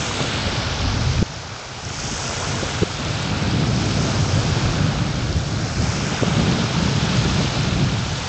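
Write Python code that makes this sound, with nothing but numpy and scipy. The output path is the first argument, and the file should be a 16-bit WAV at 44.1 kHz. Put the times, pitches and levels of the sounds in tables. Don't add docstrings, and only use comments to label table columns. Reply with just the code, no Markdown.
import sys
import numpy as np
from scipy import signal
from scipy.fft import rfft, irfft, next_fast_len
from scipy.io import wavfile
from scipy.ndimage import uniform_filter1d, map_coordinates

SR = 44100
rng = np.random.default_rng(int(sys.argv[2]) if len(sys.argv) > 2 else 0)


def pcm_store(signal):
    levels = np.round(np.clip(np.atleast_2d(signal), -1, 1) * 32767)
    wavfile.write(sys.argv[1], SR, levels.astype(np.int16).T)


def makeup_ratio(level_db):
    decades = np.asarray(level_db, float) / 20
    return 10 ** decades


N = 365148

# start of breaking in seconds, level of the plunge in dB,
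# crest above the plunge in dB, run-up above the plunge in dB, time the level holds in seconds.
WAVES = [(-.51, -31, 1.6, 0.5, .43), (0.198, -38.5, 4, -1, .22), (0.731, -38.5, -.7, -2, .19),
         (1.714, -32, 2, -3, 0.46), (2.603, -33.5, 0, 0.1, 0.12), (3.448, -32.5, -1.6, -5, 0.51),
         (4.2, -35, -4, -1, .09), (5.05, -38, -3, -18, .7), (5.517, -31.5, -2.5, -1.5, .47),
         (6.518, -33, -4.5, -0.3, 0.12), (6.9, -35, -.5, .5, .27), (7.78, -33.5, -5, -6, .02),
         (8.101, -39.5, 5.5, 3.5, .3)]


def unit(x):
    return x / np.sqrt(np.mean(x ** 2) + 1e-20)


def slowly(shape):
    s = np.arange(0, N / SR + .01, .005)
    return np.interp(np.arange(N) / SR, s, shape(s))


def wobble(rate):
    points = rng.standard_normal(int(N * rate / SR) + 4)
    return map_coordinates(points, [np.arange(N) * rate / SR])


def coloured(x, *spectra):
    size = next_fast_len(N + 8192)
    log_hz = np.log(np.fft.rfftfreq(size, 1 / SR) + 1)
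    db = 0
    for spectrum in spectra:
        hz, level = np.transpose(spectrum)
        db = db + np.interp(log_hz, np.log(hz + 1), level)
    return unit(irfft(rfft(x, size) * makeup_ratio(db), size)[:N])


def rush(patchy_db):
    z = signal.stft(rng.standard_normal(N), nperseg=512)[2]
    patches = uniform_filter1d(rng.standard_normal(z.shape), 7, axis=0)
    patches = uniform_filter1d(patches, 9, axis=1)
    return unit(signal.istft(z * makeup_ratio(patchy_db * unit(patches)), nperseg=512)[1][:N])


def rings(s, hz, cycles, size):
    k = np.arange(400)
    turns = k * hz[:, None] / SR
    swing = np.sin(2 * np.pi * turns * (1 + .12 * turns / cycles))
    wave = swing * np.exp(-3 * turns / cycles) * (1 - np.exp(-turns / 0.4))
    at = (s * SR).astype(int)[:, None] + k
    return np.bincount(at.ravel(), (size[:, None] * wave).ravel(), N + 400)[:N]


def bubbles(hz, cycles, spread_db, count):
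    start = rng.random(count) * N / SR
    pitch, size = rng.standard_normal((count, 2)).T
    return unit(rings(start, np.minimum(hz * np.exp(0.259 * pitch), SR / 4), cycles, makeup_ratio(spread_db * size)))


def breaking(levels_db, lag, rise, fade_db, far_db):
    start, *_, holds = np.transpose(WAVES)[..., None]

    def level(s):
        age = s - start - lag
        fade = fade_db * np.maximum(age - rise - holds, 0)
        each = np.clip(age / rise, 0, 1) * makeup_ratio(levels_db[:, None] - fade)
        return 10 * np.log10(makeup_ratio(far_db) ** 2 + np.sum(each ** 2, axis=0))
    return slowly(level)


def water(share, db, grains, grain_db, patchy_db, churn):
    # pitch in Hz, level in dB per Hz.
    sea = [(240, -21), (400, -3.5), (870, -4.5), (1040, -7.5), (1430, -4), (1870, -12), (2340, -10),
           (3500, -8), (5360, -11), (6510, -14.5), (7410, -11.5), (8300, -5.5), (9250, -14.5)]
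    return makeup_ratio(db + churn) * coloured(rush(patchy_db) + makeup_ratio(grain_db) * grains, sea, share)


def roar(plunge_db, churn):
    # pitch in Hz, share of the sea's sound in dB.
    roar_share = [(150, -30), (350, -1.5), (1600, -1), (2400, -2.5), (4000, -29)]
    db = breaking(plunge_db, lag=-.07, rise=.71, fade_db=11.2, far_db=-39)
    return water(roar_share, db + 1.5, bubbles(1010, 9.3, 4.8, count=3000), -17.5, 0.16, 0.051 * churn)


def wash(run_up_db, churn):
    # pitch in Hz, share of the sea's sound in dB.
    wash_share = [(1000, -42), (1700, -2.5), (2300, -1), (4000, -0.5), (5200, -3), (7000, -40.5)]
    db = breaking(run_up_db, lag=-.26, rise=.7, fade_db=9.8, far_db=-41.4)
    grains = bubbles(3100, 4.3, 3.6, count=5000)
    return water(wash_share, db + 1.63, grains, -13.0, 0.53, .5 * churn + 0.11 * wobble(30))


def spray(crest_db, churn):
    # pitch in Hz, share of the sea's sound in dB.
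    spray_share = [(3000, -41.5), (4300, -8), (5200, -3), (6600, -2), (7400, -10.5), (8200, -21.5)]
    db = breaking(crest_db, lag=-.01, rise=.34, fade_db=14.4, far_db=-41.4)
    grains = bubbles(6460, 4.9, 3.3, count=5000)
    return water(spray_share, db + 0.37, grains, -10, 0.96, 0.089 * churn + 0.15 * wobble(23))


def foam(crest_db, churn):
    # pitch in Hz, share of the sea's sound in dB.
    foam_share = [(5500, -64.5), (6900, -14.5), (7700, 4.5), (9200, 14.5)]
    usual_crest_db, usual_froth_db, froth_grows = -32, -42.5, 2
    froth_db = usual_froth_db + froth_grows * (crest_db - usual_crest_db)
    db = breaking(froth_db, lag=-.16, rise=.6, fade_db=23, far_db=-62)
    grains = bubbles(8000, 5, 4.6, count=2500)
    return water(foam_share, db - .3, grains, 2, 2.6, .7 * churn + 2.2 * wobble(18))


def off_sand(x, dips, width):
    hz, t, z = signal.stft(x, SR, nperseg=512)
    for s, start_hz, climb, lasts, depth_db in dips:
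        age = np.clip(t - s, 0, lasts)
        away = np.log((hz[:, None] + 1) / (start_hz + climb * age)) / width
        swell = np.sqrt(np.abs(np.sin(np.pi * age / lasts)))
        z = z * makeup_ratio(depth_db * swell * np.exp(-away ** 2))
    return signal.istft(z, SR, nperseg=512)[1][:N]


def surf():
    # start in seconds, first pitch of the dip in Hz,
    # climb in Hz per second, duration in seconds, depth in dB.
    fronts = [
        (-0.44, 3010.61, 3733.69, 2.4, -7.5),
        (1.123, 2582.7, 1622.51, 2.9, -4),
        (5.29, 2064.38, 2640, 1.2, -5.5),
    ]
    lull = [
        (4.95, 900, 0.015, 1.15, -4),
    ]
    _, plunge_db, crest, run_up, _ = np.transpose(WAVES)
    crest_db = plunge_db + crest
    churn = wobble(12)
    low = roar(plunge_db, churn)
    high = wash(plunge_db + run_up, churn) + spray(crest_db, churn) + foam(crest_db, churn)
    return off_sand(low, lull, width=0.15) + off_sand(high, fronts, width=0.27)


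def snaps():
    # start in seconds, peak in dB.
    foam_snaps = [(0.0164, -25.5), (0.1506, -27), (0.2274, -24.5), (1.8512, -32), (2.1874, -30),
                  (2.2243, -26), (2.3072, -22), (2.3311, -27.5), (2.4319, -23), (2.4713, -25),
                  (2.7357, -33), (3.2271, -20), (3.4166, -32), (3.4346, -29.5), (3.8596, -20),
                  (3.9235, -30), (3.9444, -27), (4.0243, -23), (4.0941, -28), (4.352, -22), (5.3747, -37),
                  (5.8296, -33.5), (5.9668, -33), (6.1978, -26), (6.349, -30), (7.1551, -24), (7.4984, -32),
                  (7.6081, -25), (8.1329, -27), (8.2018, -24)]
    s, db = np.transpose(foam_snaps)
    return rings(s, np.full(len(s), 7500.), 18, makeup_ratio(db - 0.5))


def wind():
    # time in seconds, strength in dB, eddy pitch in Hz, raggedness in dB.
    wind_course = [(0, -29, 121.6, 4.5), (.33, -28, 120.1, 3.5), (.52, -23.5, 112.6, 2.5),
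                   (.76, -24.5, 104.7, -1.5), (.9, -19.5, 103, -2.5), (1.226, -20, 111.3, -3),
                   (1.236, -31.5, 113.9, -4.5), (1.72, -36, 118.3, -2.5), (2.1, -29, 113.7, 0),
                   (2.85, -28.5, 120, 0), (3.55, -20.5, 136, 1.5), (4.2, -22, 124.7, 2),
                   (4.65, -20.5, 122.2, -0.5), (5.5, -23, 118.8, -1.5), (6.15, -24.5, 133.7, 2),
                   (6.45, -21, 138, 2), (7.85, -20, 126.5, -1.5), (8.28, -28.5, 118, -6.5)]
    # centre in seconds, change in dB.
    surges = [(.32, -2.5), (.7, -3.5), (.87, 2.5), (1.07, 2), (1.35, 6), (1.6, -5), (1.86, 5), (2.06, 1),
              (2.2, -6.5), (2.3, 0.5), (2.5, 4.5), (2.72, -2), (3.08, 3.5), (3.33, 1.5), (3.55, 1.5),
              (3.75, -0.5), (4.15, -2.5), (4.36, 4.5), (4.52, 2), (5.35, 3), (5.44, -1.5), (5.68, -3.5),
              (5.81, 7.5), (6.01, 2.5), (6.18, -5), (6.4, 6.5), (6.69, -5), (7.25, 5), (7.54, -6),
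              (7.8, 1.5)]
    # pitch in Hz, level in dB per Hz.
    buffet_spectrum = [(12, -56), (20, -22), (52, -3.5), (102, 4), (157, 2.5), (231, -12), (300, -13),
                       (390, -17.5), (660, -120)]
    flutter_spectrum = [(120, -45.5), (200, -1.5), (260, -2.5), (400, -10), (700, -13), (1400, -42.5)]
    surge_s = 0.035
    usual_wind_db, usual_flutter_db, flutter_grows = -23.5, -30.5, 0.68

    s, *columns = np.transpose(wind_course)
    strength_db, eddy_hz, ragged_db = [np.interp(np.arange(N) / SR, s, c) for c in columns]
    surge_db = slowly(lambda t: sum(db * np.exp(-((t - s) / surge_s) ** 2) for s, db in surges))
    buffet_db = strength_db + surge_db
    flutter_db = usual_flutter_db + ragged_db + flutter_grows * (buffet_db - usual_wind_db) - buffet_db

    speed = (eddy_hz / 124) ** 1.5
    passed = np.cumsum(speed / speed.mean())
    eddies = np.interp(passed, np.arange(N), coloured(rng.standard_normal(N), buffet_spectrum))
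    power = uniform_filter1d(uniform_filter1d(eddies ** 2, size=2500), size=2500)
    swell = np.sqrt(np.abs(power))
    lumps = wobble(14)
    buffet = unit(makeup_ratio(1.12 * lumps) * eddies / swell ** 0.43)

    skew = coloured(buffet * np.abs(buffet) + 0.59 * buffet ** 2, flutter_spectrum)
    gust_gain = makeup_ratio(0.87 * lumps + 2.4 * wobble(40))
    gusty = unit(gust_gain * coloured(rng.standard_normal(N), flutter_spectrum))
    flutter = makeup_ratio(flutter_db - 2.0) * unit(0.29 * skew + gusty)

    shove = puffs()
    held = 1 / (1 + 9 * uniform_filter1d(np.abs(shove), size=260))
    return shove + held * makeup_ratio(buffet_db) * (buffet + flutter)


def puffs():
    # centre in seconds, peak in dB, swing in Hz, length in seconds.
    single_puffs = [(1.2215, -10, 200, .012), (1.2272, -2.4, 200, .004), (2.8215, -13, 380, .007),
                    (2.8255, -8, 120, .016), (2.8332, -7.5, 390, .01), (.2045, -14, 450, .004),
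                    (.213, -15, 250, .006), (2.628, -15, 250, .006), (2.6335, -12, 450, .004),
                    (4.452, -15, 250, .008), (5.812, -16, 220, .008), (6.2265, -9, 260, .007),
                    (6.234, -6, 450, .005), (6.3825, -9, 200, .012), (6.4, -9, 170, .014)]
    # start in seconds, peak in dB, swing in Hz.
    gusts = [(0.202, -12.5, 134), (0.562, -9, 121), (0.637, -19, 113), (0.728, -14, 83.4),
             (0.858, -21, 105), (1.384, -16.5, 105), (1.702, -35, 131), (2.045, -14, 125), (2.24, -23, 109),
             (2.331, -28, 143), (2.701, -28, 140), (2.813, -9, 167), (3.015, -20, 143), (3.314, -13, 94),
             (4.194, -10, 137), (4.325, -4.5, 123), (4.51, -8, 105), (5.451, -22, 145), (5.693, -20, 117),
             (5.877, -7, 106), (6.069, -22, 120), (6.211, -10, 122), (6.307, -7, 161), (6.606, -16, 190),
             (6.767, -6, 169), (7.174, -3, 126)]
    gust_s = 0.034
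    rolling = [(s + gust_s / 2, db - 6.0, hz, gust_s) for s, db, hz in gusts]
    out = np.zeros(N)
    for s, db, hz, length in single_puffs + rolling:
        half = round(length * SR / 2)
        t = np.arange(-half, half)
        swing = np.cos(np.pi * t / SR / length) ** 2 * np.cos(2 * np.pi * hz * t / SR)
        out[round(s * SR) + t] -= makeup_ratio(db) * swing
    return out


def pops():
    # start in seconds, peak in dB, pitch in Hz.
    big_bubbles = [(0.226, -17, 6400), (0.6015, -23, 5300), (0.6654, -17, 5190), (1.034, -14, 5000),
                   (1.362, -15, 5000), (1.4431, -34, 4700), (1.718, -28, 4510), (1.7867, -25, 4800),
                   (1.8512, -13, 5870), (3.2497, -34, 5070), (3.5124, -14, 4610), (4.0947, -16.5, 5960),
                   (4.4697, -28, 5260), (5.3278, -13, 4770), (5.3754, -27, 5240), (5.436, -21, 6100),
                   (6.283, -28, 6100), (6.6827, -27, 5330), (6.788, -24, 4540), (7.027, -15, 5080),
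                   (7.155, -21, 4500), (7.8403, -18.5, 4830), (7.9892, -30, 5360)]
    s, db, hz = np.transpose(big_bubbles)
    return rings(s, hz, 13.0, makeup_ratio(db - 2.5))


def scene():
    return np.tile(surf() + snaps() + wind() + pops(), (2, 1))


def whine():
    # pitch in Hz, level in dB rms.
    tones = [
        (7124, -55.5),
    ]
    turn = 2 * np.pi * np.arange(N) / SR
    return sum(makeup_ratio(db + 1) * np.sin(hz * turn + .8 * wobble(8)) for hz, db in tones)


def gain_control():
    # time in seconds, change in dB.
    cuts = [
        (1.229, -5),
        (2.837, -3),
    ]
    recover_db_per_s = 5
    t = np.arange(N) / SR
    return makeup_ratio(sum(np.where(t > s, np.minimum(db + recover_db_per_s * (t - s), 0), 0) for s, db in cuts))


def mirrored(spectrum):
    fold_hz = 8000
    fold = round(fold_hz * N / SR)
    away = np.arange(1, round(1300 * N / SR))
    khz = away * SR / N / 1000
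    image = np.conj(spectrum[:, fold - away]) * np.exp(-.61j)
    out = spectrum.copy()
    out[:, fold + away] = image * makeup_ratio(-.6 - 29 * khz - 9 * khz ** 3)
    return out


def band_limit(x):
    return signal.sosfilt(signal.butter(12, 9170, fs=SR, output="sos"), x)


def record(dry):
    heard = dry * gain_control() + whine()
    over_khz = np.maximum(np.fft.rfftfreq(N, 1 / SR) - 7600, 0) / 1000
    dulled = rfft(heard) * makeup_ratio(-14 * over_khz ** 2)
    sampled = irfft(mirrored(dulled), N)
    return band_limit(np.clip(sampled, -.707, .707))


dry = scene()
out = record(dry)
pcm_store(out)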